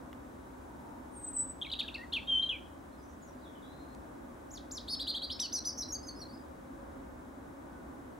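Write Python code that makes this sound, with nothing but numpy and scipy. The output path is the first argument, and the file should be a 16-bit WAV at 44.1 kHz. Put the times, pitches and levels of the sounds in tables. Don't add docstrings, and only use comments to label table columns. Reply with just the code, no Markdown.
import sys
import numpy as np
from scipy import signal
from scipy.fft import rfft, irfft, next_fast_len
from scipy.io import wavfile
from scipy.ndimage import uniform_filter1d

SR = 44100
rng = np.random.default_rng(int(sys.argv[2]) if len(sys.argv) > 2 else 0)


def dump(signal):
    limited = np.clip(np.atleast_2d(signal).T, -1, 1)
    pcm = np.round(limited * 32767).astype(np.int16)
    wavfile.write(sys.argv[1], SR, pcm)


def undo_db(level):
    steps = np.asarray(level, float) / 20
    return 10 ** steps


N = 361171

# frequency in Hz, density in dB per Hz.
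ROAD_SPECTRUM = [(15, -58), (25, -25.5), (40, -11.5), (53, -3), (70, -0.5), (97, -10), (200, -10), (262, 0),
                 (444, -15.5), (539, -12.5), (667, -15), (1200, -18), (1340, -23), (1480, -20.5),
                 (2600, -41.5), (3380, -64.5), (5720, -120)]
# time in seconds, level in dB.
ROAD_LEVEL = [(0.0, -50), (0.84, -50.5), (6.64, -50), (6.91, -49), (8.19, -51)]
MACHINE_LEVEL = [(0, -74.5), (3.0, -76.5), (4.0, -69), (6.2, -67.5), (6.95, -61.5), (7.3, -71),
                 (8.19, -67.5)]
TYRE_LEVEL = [(.3, -70), (.9, -59), (1.5, -66), (2.3, -68), (2.8, -73)]
# frequency in Hz, density in dB per Hz.
HISS_SPECTRUM = [(1180, -10.5), (2000, -6.5), (2700, -11.5), (3920, -10), (4270, -15), (6240, -13),
                 (8020, -13), (11500, -16), (14400, -20.5), (15700, -17)]
# frequency in Hz, side minus mid in dB.
FIELD_WIDTH = [(30, -22), (60, -31), (110, -8), (200, -12), (380, -1), (700, 2), (1290, 0.5), (2380, 1),
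               (4400, -4.5), (8120, -2.5), (15000, -1)]
# frequency in Hz, left minus right in dB.
PORT_LEAN = [(200, 0), (700, 1.5), (2400, 0), (15000, .5)]
# frequency in Hz, level in dB.
LINE_WHINE = [(15735, -87.5)]
# start in seconds, level in dB, centre in Hz, T60 in seconds.
BODY_TICKS = [
    (0.13, -37.5, 1480, 0.0053),
    (3.948, -49, 5070, 0.022),
]

# frequency in Hz, gain in dB.
SCATTER_COLOUR = [(1500, -11), (3000, -0.5), (5000, 2.5), (6500, -1), (8000, -7.5), (14000, -9.5)]
# delay in seconds, level in dB.
TRUNK_ECHOES = [
    (0.0183, -24),
    (0.0345, -23),
]
# frequency in Hz, level in dB.
PORT_SKEW = [(2500, -19), (5000, -13), (8000, -9.5), (12000, -6)]

# share of length 0-1, share of the way from first to second pitch
# (below 0 = towards the launch pitch), level in dB.
FLICK_SHAPE = [(0, 0, -5.5), (.45, .57, -0.5), (1, 1, -8.5)]
DROP_SHAPE = [(0, 0, -13), (.35, .3, -3), (.62, .65, 0), (1, 0.99, -6.5)]
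FADE_SHAPE = [(0, 0.0077, -4.5), (.22, .35, -1), (.55, .75, -7.5), (1, 0.98, -13.5)]
SLIP_SHAPE = [(0, 0, -9), (.3, .55, -1), (.55, .95, 0), (1, 1, -9)]
SWEEP_SHAPE = [(0, .7, -12), (.16, .28, -3.5), (.34, 0, -4.5), (.6, .25, 0), (1, 0.99, -2.5)]
CASCADE_SHAPE = [(0, -.95, -19), (.13, -.38, -1), (.21, -.14, 0), (.33, 0, -0.5), (.58, .42, -3),
                 (1, 0.94, -2.5)]
CLIMB_SHAPE = [(0, 0, -14), (.3, .55, -1), (.65, .97, -2.5), (1, 0.99, -8)]
CREST_SHAPE = [(0, 0.022, -20), (.2, .42, -2.5), (.45, .85, -3), (.78, 1, -0.5), (1, 0.27, -8)]
PLUNGE_SHAPE = [(0, 0, -4), (.28, .9, 1), (.55, 1, -6), (1, 0.94, -15)]

# start in seconds, length in seconds, first and second pitch in Hz, level in dB.
FAR_DROPS = [(2.915, .02, 4110, 4220, -72.5), (2.98, .012, 5230, 4750, -67),
             (2.995, 0.0089, 4800, 5150, -71), (3.217, 0.02, 7400, 6430, -57.5),
             (3.233, 0.013, 6370, 7300, -66), (3.098, .014, 7300, 6000, -66),
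             (3.263, .012, 7500, 6300, -65), (3.375, .03, 4750, 4700, -72), (3.52, .025, 3350, 3300, -65)]
FAR_FADES = [
    (3.022, .03, 6200, 5750, -64),
    (3.47, .06, 3700, 3550, -69),
    (3.66, 0.28, 3500, 3850, -72),
]
FAR_PLUNGES = [(3.085, 0.037, 6770, 5770, -67), (3.265, .04, 7300, 5650, -63.5),
               (3.416, .03, 4300, 3830, -67), (3.443, .065, 4000, 3330, -59.5),
               (3.62, .04, 3900, 3330, -59), (3.545, .04, 3780, 2950, -63)]
# time in seconds, pitch in Hz, level in dB.
FAR_LONG = [(3.64, 3800, -74), (3.69, 3960, -62), (3.73, 4030, -71), (3.8, 4110, -73), (3.955, 4190, -76)]
FAR_CALL = [(7.7, 1540, -66), (7.76, 1480, -55), (7.83, 1440, -66)]

# start in seconds, length in seconds, first and second pitch in Hz, level in dB.
FLICKS = [
    (1.686, .012, 3150, 3500, -52),
    (1.657, .014, 3300, 4200, -44),
    (1.789, 0.011, 2950, 4750, -30),
    (1.941, 0.0097, 3300, 4900, -40),
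    (2.416, 0.021, 3600, 4210, -44),
]
DROPS = [(1.64, .019, 3140, 2240, -45), (1.7, .009, 3120, 2950, -39.5),
         (1.697, 0.0097, 4110, 3960, -39.5), (1.835, 0.021, 1750, 1620, -53),
         (2.268, 0.014, 3780, 3690, -47), (2.437, .06, 4050, 3880, -56),
         (4.568, 0.017, 4710, 3000, -45), (4.766, 0.023, 5560, 3080, -39),
                (5.217, .011, 3190, 3350, -39), (5.58, .018, 5750, 5610, -42),
                (5.777, 0.027, 6370, 6130, -38), (5.815, 0.025, 5450, 4400, -43.5),
                (5.823, 0.02, 3910, 4230, -39.5), (6.06, 0.036, 6470, 6220, -47),
                (6.148, .052, 5160, 5030, -54.5), (6.188, 0.032, 5770, 5660, -53),
                (6.28, .052, 4740, 4470, -58.5)]
FADES = [(1.666, 0.014, 2240, 2260, -40.5), (2.491, 0.032, 3480, 2840, -27),
         (2.521, 0.047, 2690, 2280, -36), (5.42, 0.02, 5950, 5980, -37), (5.804, 0.023, 5990, 5500, -33.5),
         (6.03, 0.049, 5050, 5030, -49.5), (6.325, 0.095, 5040, 4880, -61)]
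SLIPS = [
    (5.92, .036, 6700, 6300, -33.5),
    (5.944, .026, 5050, 4560, -41),
    (6.081, .022, 4950, 4420, -42.5),
    (6.212, .03, 4720, 4150, -46),
    (6.108, .024, 4550, 4400, -53),
]
SWEEPS = [
    (5.773, .029, 5780, 5250, -38),
    (5.884, .04, 5730, 5330, -43),
    (4.505, .061, 7480, 4180, -50.5),
    (5.648, 0.052, 6200, 5170, -34.5),
]
CASCADES = [
    (4.708, 0.056, 7430, 5150, -45),
]
CLIMBS = [
    (4.992, 0.041, 3730, 4770, -38.5),
    (5.068, 0.044, 3620, 4750, -36),
    (5.149, 0.028, 3900, 4520, -40),
    (5.217, .04, 3750, 4690, -35.5),
]
CRESTS = [
    (5.066, 0.051, 2770, 4336, -34),
    (4.991, .044, 2950, 4080, -37),
    (5.228, 0.0334, 3450, 4150, -39.5),
]

# time in seconds, pitch in Hz, level in dB.
SEEP = [(1.11, 9250, -76), (1.135, 8779, -64), (1.184, 8411, -49), (1.212, 8293, -56), (1.226, 8200, -52),
        (1.25, 8220, -36.5), (1.26, 8100, -50), (1.288, 8061, -37.5), (1.322, 8110, -59)]
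SEEP_AGAIN = [(1.33, 8100, -46), (1.345, 8090, -45), (1.37, 8050, -35.5), (1.396, 7960, -30.5),
              (1.435, 7992, -37), (1.457, 8020, -49), (1.5, 8000, -41.5), (1.53, 8010, -58),
              (1.56, 8000, -76)]
OPENER = [(1.614, 3470, -36), (1.619, 3520, -44), (1.622, 3190, -33.5), (1.628, 3240, -33.5),
          (1.634, 4000, -39)]
ZIGZAG = [(1.714, 2930, -50), (1.717, 3540, -34), (1.721, 4960, -45), (1.7235, 4250, -41),
          (1.727, 3590, -31.5), (1.733, 4100, -32), (1.738, 3250, -30.5), (1.741, 2750, -44),
          (1.746, 2450, -54)]
CRACK = [(1.794, 2800, -44), (1.798, 3250, -30), (1.801, 3500, -34), (1.804, 3850, -28), (1.808, 3200, -31),
         (1.811, 2750, -39), (1.815, 2550, -37), (1.819, 2200, -48)]
SKID = [(1.878, 3870, -49), (1.882, 3620, -39.5), (1.886, 2850, -40.5), (1.89, 2590, -35),
        (1.896, 2300, -48)]
CROOK = [(1.947, 2500, -50), (1.952, 2630, -37), (1.958, 2800, -36), (1.963, 2140, -51.5),
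         (1.972, 2050, -57)]
PURR = [(1.976, 1919, -64), (1.986, 1855, -49.5), (2.003, 1845, -50.5), (2.016, 1882, -45),
        (2.024, 1930, -58), (2.036, 2060, -48), (2.044, 1896, -50), (2.062, 1910, -63.5)]
PICKUP = [(2.121, 3100, -56), (2.124, 3540, -41), (2.128, 4030, -39), (2.133, 4280, -42),
          (2.139, 4700, -52.5)]
SWOOP = [(2.125, 2600, -55), (2.13, 2960, -44), (2.137, 3280, -32), (2.145, 3710, -34.5),
         (2.151, 3210, -30.5), (2.161, 2890, -36), (2.17, 2650, -33), (2.182, 2360, -40),
         (2.195, 2150, -51.5)]
HELD = [(2.272, 3180, -47), (2.283, 3200, -36), (2.294, 3251, -30), (2.305, 3185, -29), (2.313, 3170, -34),
        (2.325, 3150, -27), (2.333, 3135, -31), (2.342, 3120, -28.5), (2.351, 3105, -36)]
HELD_SWELL = [(2.35, 3105, -34), (2.357, 3095, -29), (2.367, 3092, -31.5), (2.378, 3098, -24),
              (2.386, 3105, -22.5), (2.393, 3170, -36)]
HELD_ON = [(2.392, 3190, -33), (2.397, 3175, -24), (2.405, 3185, -33), (2.413, 3188, -37),
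           (2.424, 3175, -33), (2.443, 3156, -27.5), (2.452, 3151, -40), (2.466, 3170, -35),
           (2.48, 3140, -48)]
# time in seconds, pitch in Hz, level in dB.
PLATEAU = [(4.874, 3050, -58), (4.885, 3600, -45), (4.896, 4200, -41), (4.908, 4620, -40),
           (4.925, 4480, -39), (4.942, 4500, -33.5), (4.95, 3900, -44), (4.957, 3020, -56)]
ROOF = [(4.874, 3900, -56), (4.888, 4400, -45), (4.9, 4950, -43.5), (4.912, 5210, -41), (4.924, 5190, -40),
        (4.958, 5155, -47)]
FOOTED = [(5.139, 2900, -50), (5.144, 3120, -41.5), (5.151, 3295, -31.5), (5.156, 3440, -36),
          (5.16, 3740, -40), (5.167, 3960, -37), (5.176, 3970, -38), (5.182, 3500, -40), (5.187, 3050, -50)]
LADDER = [(5.296, 2800, -55), (5.303, 3170, -39), (5.314, 3920, -38.5), (5.325, 4450, -44),
          (5.336, 4500, -48)]
LADDER_TOP = [(5.299, 3570, -55), (5.306, 4150, -45), (5.316, 4820, -45), (5.327, 5380, -43),
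              (5.338, 5300, -46)]
TUMBLE = [(5.39, 2926, -54), (5.401, 5600, -33), (5.406, 5960, -35), (5.411, 6090, -41.5),
          (5.416, 5650, -34.5), (5.428, 4890, -38.5), (5.445, 4414, -37.5), (5.458, 4500, -39.5),
          (5.468, 3900, -44)]
ARC = [(5.519, 2900, -54), (5.525, 4680, -44), (5.53, 5730, -36), (5.538, 6250, -34.5), (5.55, 5920, -34),
       (5.568, 5620, -32.5), (5.578, 5400, -39)]
# time in seconds, pitch in Hz, level in dB.
LOW_ARCS = [
    [(5.538, 5150, -50), (5.55, 4950, -43), (5.565, 4650, -42), (5.58, 4250, -39.5), (5.593, 4050, -45)],
    [(5.641, 3000, -62), (5.65, 4300, -45), (5.656, 4850, -44), (5.665, 5180, -44), (5.682, 4900, -46),
     (5.712, 4550, -46)],
]
# number of thirds, level in dB.
TUMBLE_THIRDS = [(2, -8.5), (4, -25), (5, -29)]

# multiple of the pitch, level under the whistle in dB.
OVERTONES = [(2, -25), (3, -34)]
# frequency in Hz, gain in dB.
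BEAK_COLOUR = [(3000, -18), (6000, 0.5), (8000, -2.5), (10000, 7), (11500, 2), (13200, -0.5), (14300, -7)]
# time in seconds, level in dB.
BEAK_GAPE = [(1.1, -17), (1.7, -6), (1.9, -2.5), (1.96, 0.5), (2.1, -7), (2.2, -9), (2.3, -15.5), (4.5, 6),
             (4.8, 3.5), (5.1, 0.5), (5.31, -5), (5.4, -2.5), (5.55, -3), (5.7, -1), (6.3, 4.5)]
RUSHING_AIR = [(1.1, -48), (1.7, -38), (1.79, -30), (1.9, -35), (2.12, -31), (2.2, -38), (2.3, -47),
               (4.5, -26), (4.8, -28), (5.35, -32), (5.4, -26), (5.47, -29), (5.7, -28), (5.9, -29),
               (6.3, -27)]
VOICE_COUPLING = [(1.1, -17), (2.6, -19), (4.9, -16), (5.1, -18), (5.5, -18), (5.85, -20), (5.93, -25),
                  (6.3, -25)]


def colour(x, points):
    size = next_fast_len(x.shape[-1])
    hz, db = np.transpose(points)
    f = np.maximum(np.arange(size // 2 + 1) * SR / size, 1)
    gain = undo_db(np.interp(np.log(f), np.log(hz), db))
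    return irfft(rfft(x, size) * gain, size)[..., :x.shape[-1]]


def curve(points):
    return undo_db(np.interp(np.arange(N) / SR, *np.transpose(points)))


def walk(rate):
    k = int(SR / rate)
    held = np.repeat(rng.standard_normal(N // k + 1), k)
    return 1.51 * uniform_filter1d(uniform_filter1d(held, k), k)[:N]


def spread(points):
    mid, side = colour(rng.standard_normal((2, N)), points)
    side = colour(side, FIELD_WIDTH)
    lean = np.array(PORT_LEAN) * [1, 0.5]
    both = np.array([colour(mid + side, lean), colour(mid - side, lean * [1, -1])])
    return both / np.sqrt(np.mean(mid ** 2))


def traffic():
    road = spread(ROAD_SPECTRUM)
    engines = colour(road, [(20, -11), (95, -6), (140, -43)])
    road = road + engines * (undo_db(walk(2.5)) - 1)
    drone = spread([(500, -50), (548, 8), (562, -5), (610, -57)]) * curve(MACHINE_LEVEL)
    tyres = spread([(600, -26), (930, 0.5), (1020, -8), (1400, -40.5)]) * curve(TYRE_LEVEL)
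    return road * curve(ROAD_LEVEL) * undo_db(0.5 * walk(5)) + drone + tyres


def camera():
    t = np.arange(N) / SR
    out = spread(HISS_SPECTRUM) * undo_db(-68.5 + 0.27 * walk(1.79))
    for hz, db in LINE_WHINE:
        out = out + np.sqrt(2) * undo_db(db) * np.sin(2 * np.pi * hz * t)
    for start, db, hz, t60 in BODY_TICKS:
        decay = undo_db(-60 * np.maximum(t - start, 0) / t60) * (t >= start)
        burst = rng.standard_normal(N) * decay
        burst = colour(burst, [(hz / 8, -4), (hz, 0), (hz * 2, -3), (hz * 2.9, -22)])
        out = out + undo_db(db) * burst / np.abs(burst).max()
    return out


def trees(x, near_db, near_t60, far_db, far_t60, side_db, patchy_db=1.2):
    t = np.arange(SR // 2) / SR
    grains = rng.standard_normal((2, len(t))) * undo_db(patchy_db * walk(300)[:len(t)])
    fall = undo_db(near_db - 60 * t / near_t60) + undo_db(far_db - 60 * t / far_t60)
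    onset = np.minimum(t / 0.014, 1)
    mid, side = grains * fall * onset / np.sqrt(SR * 0.009)
    for delay, db in TRUNK_ECHOES:
        mid = mid + undo_db(db) * grains[0] * np.exp(-((t - delay) / 0.00062) ** 2) / 4
    ears = np.array([mid + undo_db(side_db) * side, mid - undo_db(side_db) * side])
    return signal.fftconvolve(colour(x, SCATTER_COLOUR)[None], ears, axes=1)[:, :N]


def strokes(shape, rows):
    launch_hz = 2900
    when, way, rel_db = np.transpose(shape)
    notes = []
    for start, length, first, second, db in rows:
        shift = np.where(way < 0, way * (first - launch_hz), way * (second - first))
        notes.append(np.transpose([start + when * length, first + shift, db + rel_db]))
    return notes


def whistle(notes, flutter_db, wobble, edge_s=0.0018):
    out = np.zeros(N, complex)
    shake_db = flutter_db * walk(160)
    drift = wobble * walk(250)
    for note in notes:
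        s, hz, db = np.transpose(note)
        i = np.arange(int(s[0] * SR), int(s[-1] * SR))
        pitch = uniform_filter1d(np.interp(i / SR, s, hz), size=110, mode="nearest")
        edge = np.minimum(np.minimum(i - i[0], i[-1] - i) / (edge_s * SR), 1)
        size = np.sqrt(2) * edge * undo_db(np.interp(i / SR, s, db) + shake_db[i])
        phase = 2 * np.pi * np.cumsum(pitch * (1 + drift[i])) / SR
        out[i] += size * np.exp(1j * phase)
    return out


def far_bird():
    notes = strokes(DROP_SHAPE, FAR_DROPS) + strokes(FADE_SHAPE, FAR_FADES)
    notes += strokes(PLUNGE_SHAPE, FAR_PLUNGES) + [FAR_LONG, FAR_CALL]
    return whistle(notes, flutter_db=2, wobble=0.007).real


def song():
    kinds = [(FLICK_SHAPE, FLICKS), (DROP_SHAPE, DROPS), (FADE_SHAPE, FADES),
             (SLIP_SHAPE, SLIPS), (SWEEP_SHAPE, SWEEPS), (CASCADE_SHAPE, CASCADES),
             (CLIMB_SHAPE, CLIMBS), (CREST_SHAPE, CRESTS)]
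    notes = [SEEP, SEEP_AGAIN, OPENER, ZIGZAG, SKID, CROOK, PURR, PICKUP, SWOOP,
             HELD, HELD_SWELL, HELD_ON, CRACK]
    notes += [PLATEAU, ROOF, FOOTED, LADDER, LADDER_TOP, TUMBLE, ARC] + list(LOW_ARCS)
    for shape, rows in kinds:
        notes += strokes(shape, rows)
    for thirds, rel_db in TUMBLE_THIRDS:
        notes.append([(s, hz * round(thirds) / 3, db + rel_db) for s, hz, db in TUMBLE])
    for arc in LOW_ARCS:
        notes.append([(s, 2 * hz, db - 17) for s, hz, db in arc])
    return notes


def beak(voice, rasp_db=-27):
    power = uniform_filter1d(np.abs(voice) ** 2, size=200)
    size = np.sqrt(np.abs(power)) + 1e-6
    swing = voice / np.maximum(size, np.abs(voice) / np.sqrt(2))
    beating = curve(VOICE_COUPLING) * (np.abs(swing) ** 2 - 1)
    shaken = 1 + beating + undo_db(rasp_db) * walk(1200)
    over = sum(undo_db(db) * (size * shaken * swing ** int(k)).real for k, db in OVERTONES)
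    air = curve(RUSHING_AIR) * size * rng.standard_normal(N)
    return (voice * shaken).real + colour(over * curve(BEAK_GAPE) + air, BEAK_COLOUR)


def near_bird():
    return beak(whistle(song(), flutter_db=1.7, wobble=0.0023))


def scene():
    near = near_bird()
    far = far_bird()
    quadrature = signal.hilbert(near, next_fast_len(N))[:N].imag
    skew = colour(quadrature, PORT_SKEW)
    direct = near * undo_db(np.array([[-0.8], [-1.3]])) + np.array([skew, -skew])
    direct = direct + far * undo_db(-6.5)
    echoes = trees(near, near_db=-18, near_t60=0.19, far_db=-19.5, far_t60=0.45, side_db=-8)
    echoes = echoes + trees(far, near_db=-4, near_t60=0.16, far_db=-17, far_t60=0.3, side_db=-3)
    return direct + echoes + traffic() + camera()


def low_pass(x):
    return signal.sosfilt(signal.butter(12, 15860, fs=SR, output="sos"), x)


def record(dry):
    mix = colour(dry, [(15790, 0), (15840, -90)])
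    return low_pass(mix)


dry = scene()
out = record(dry)
dump(out)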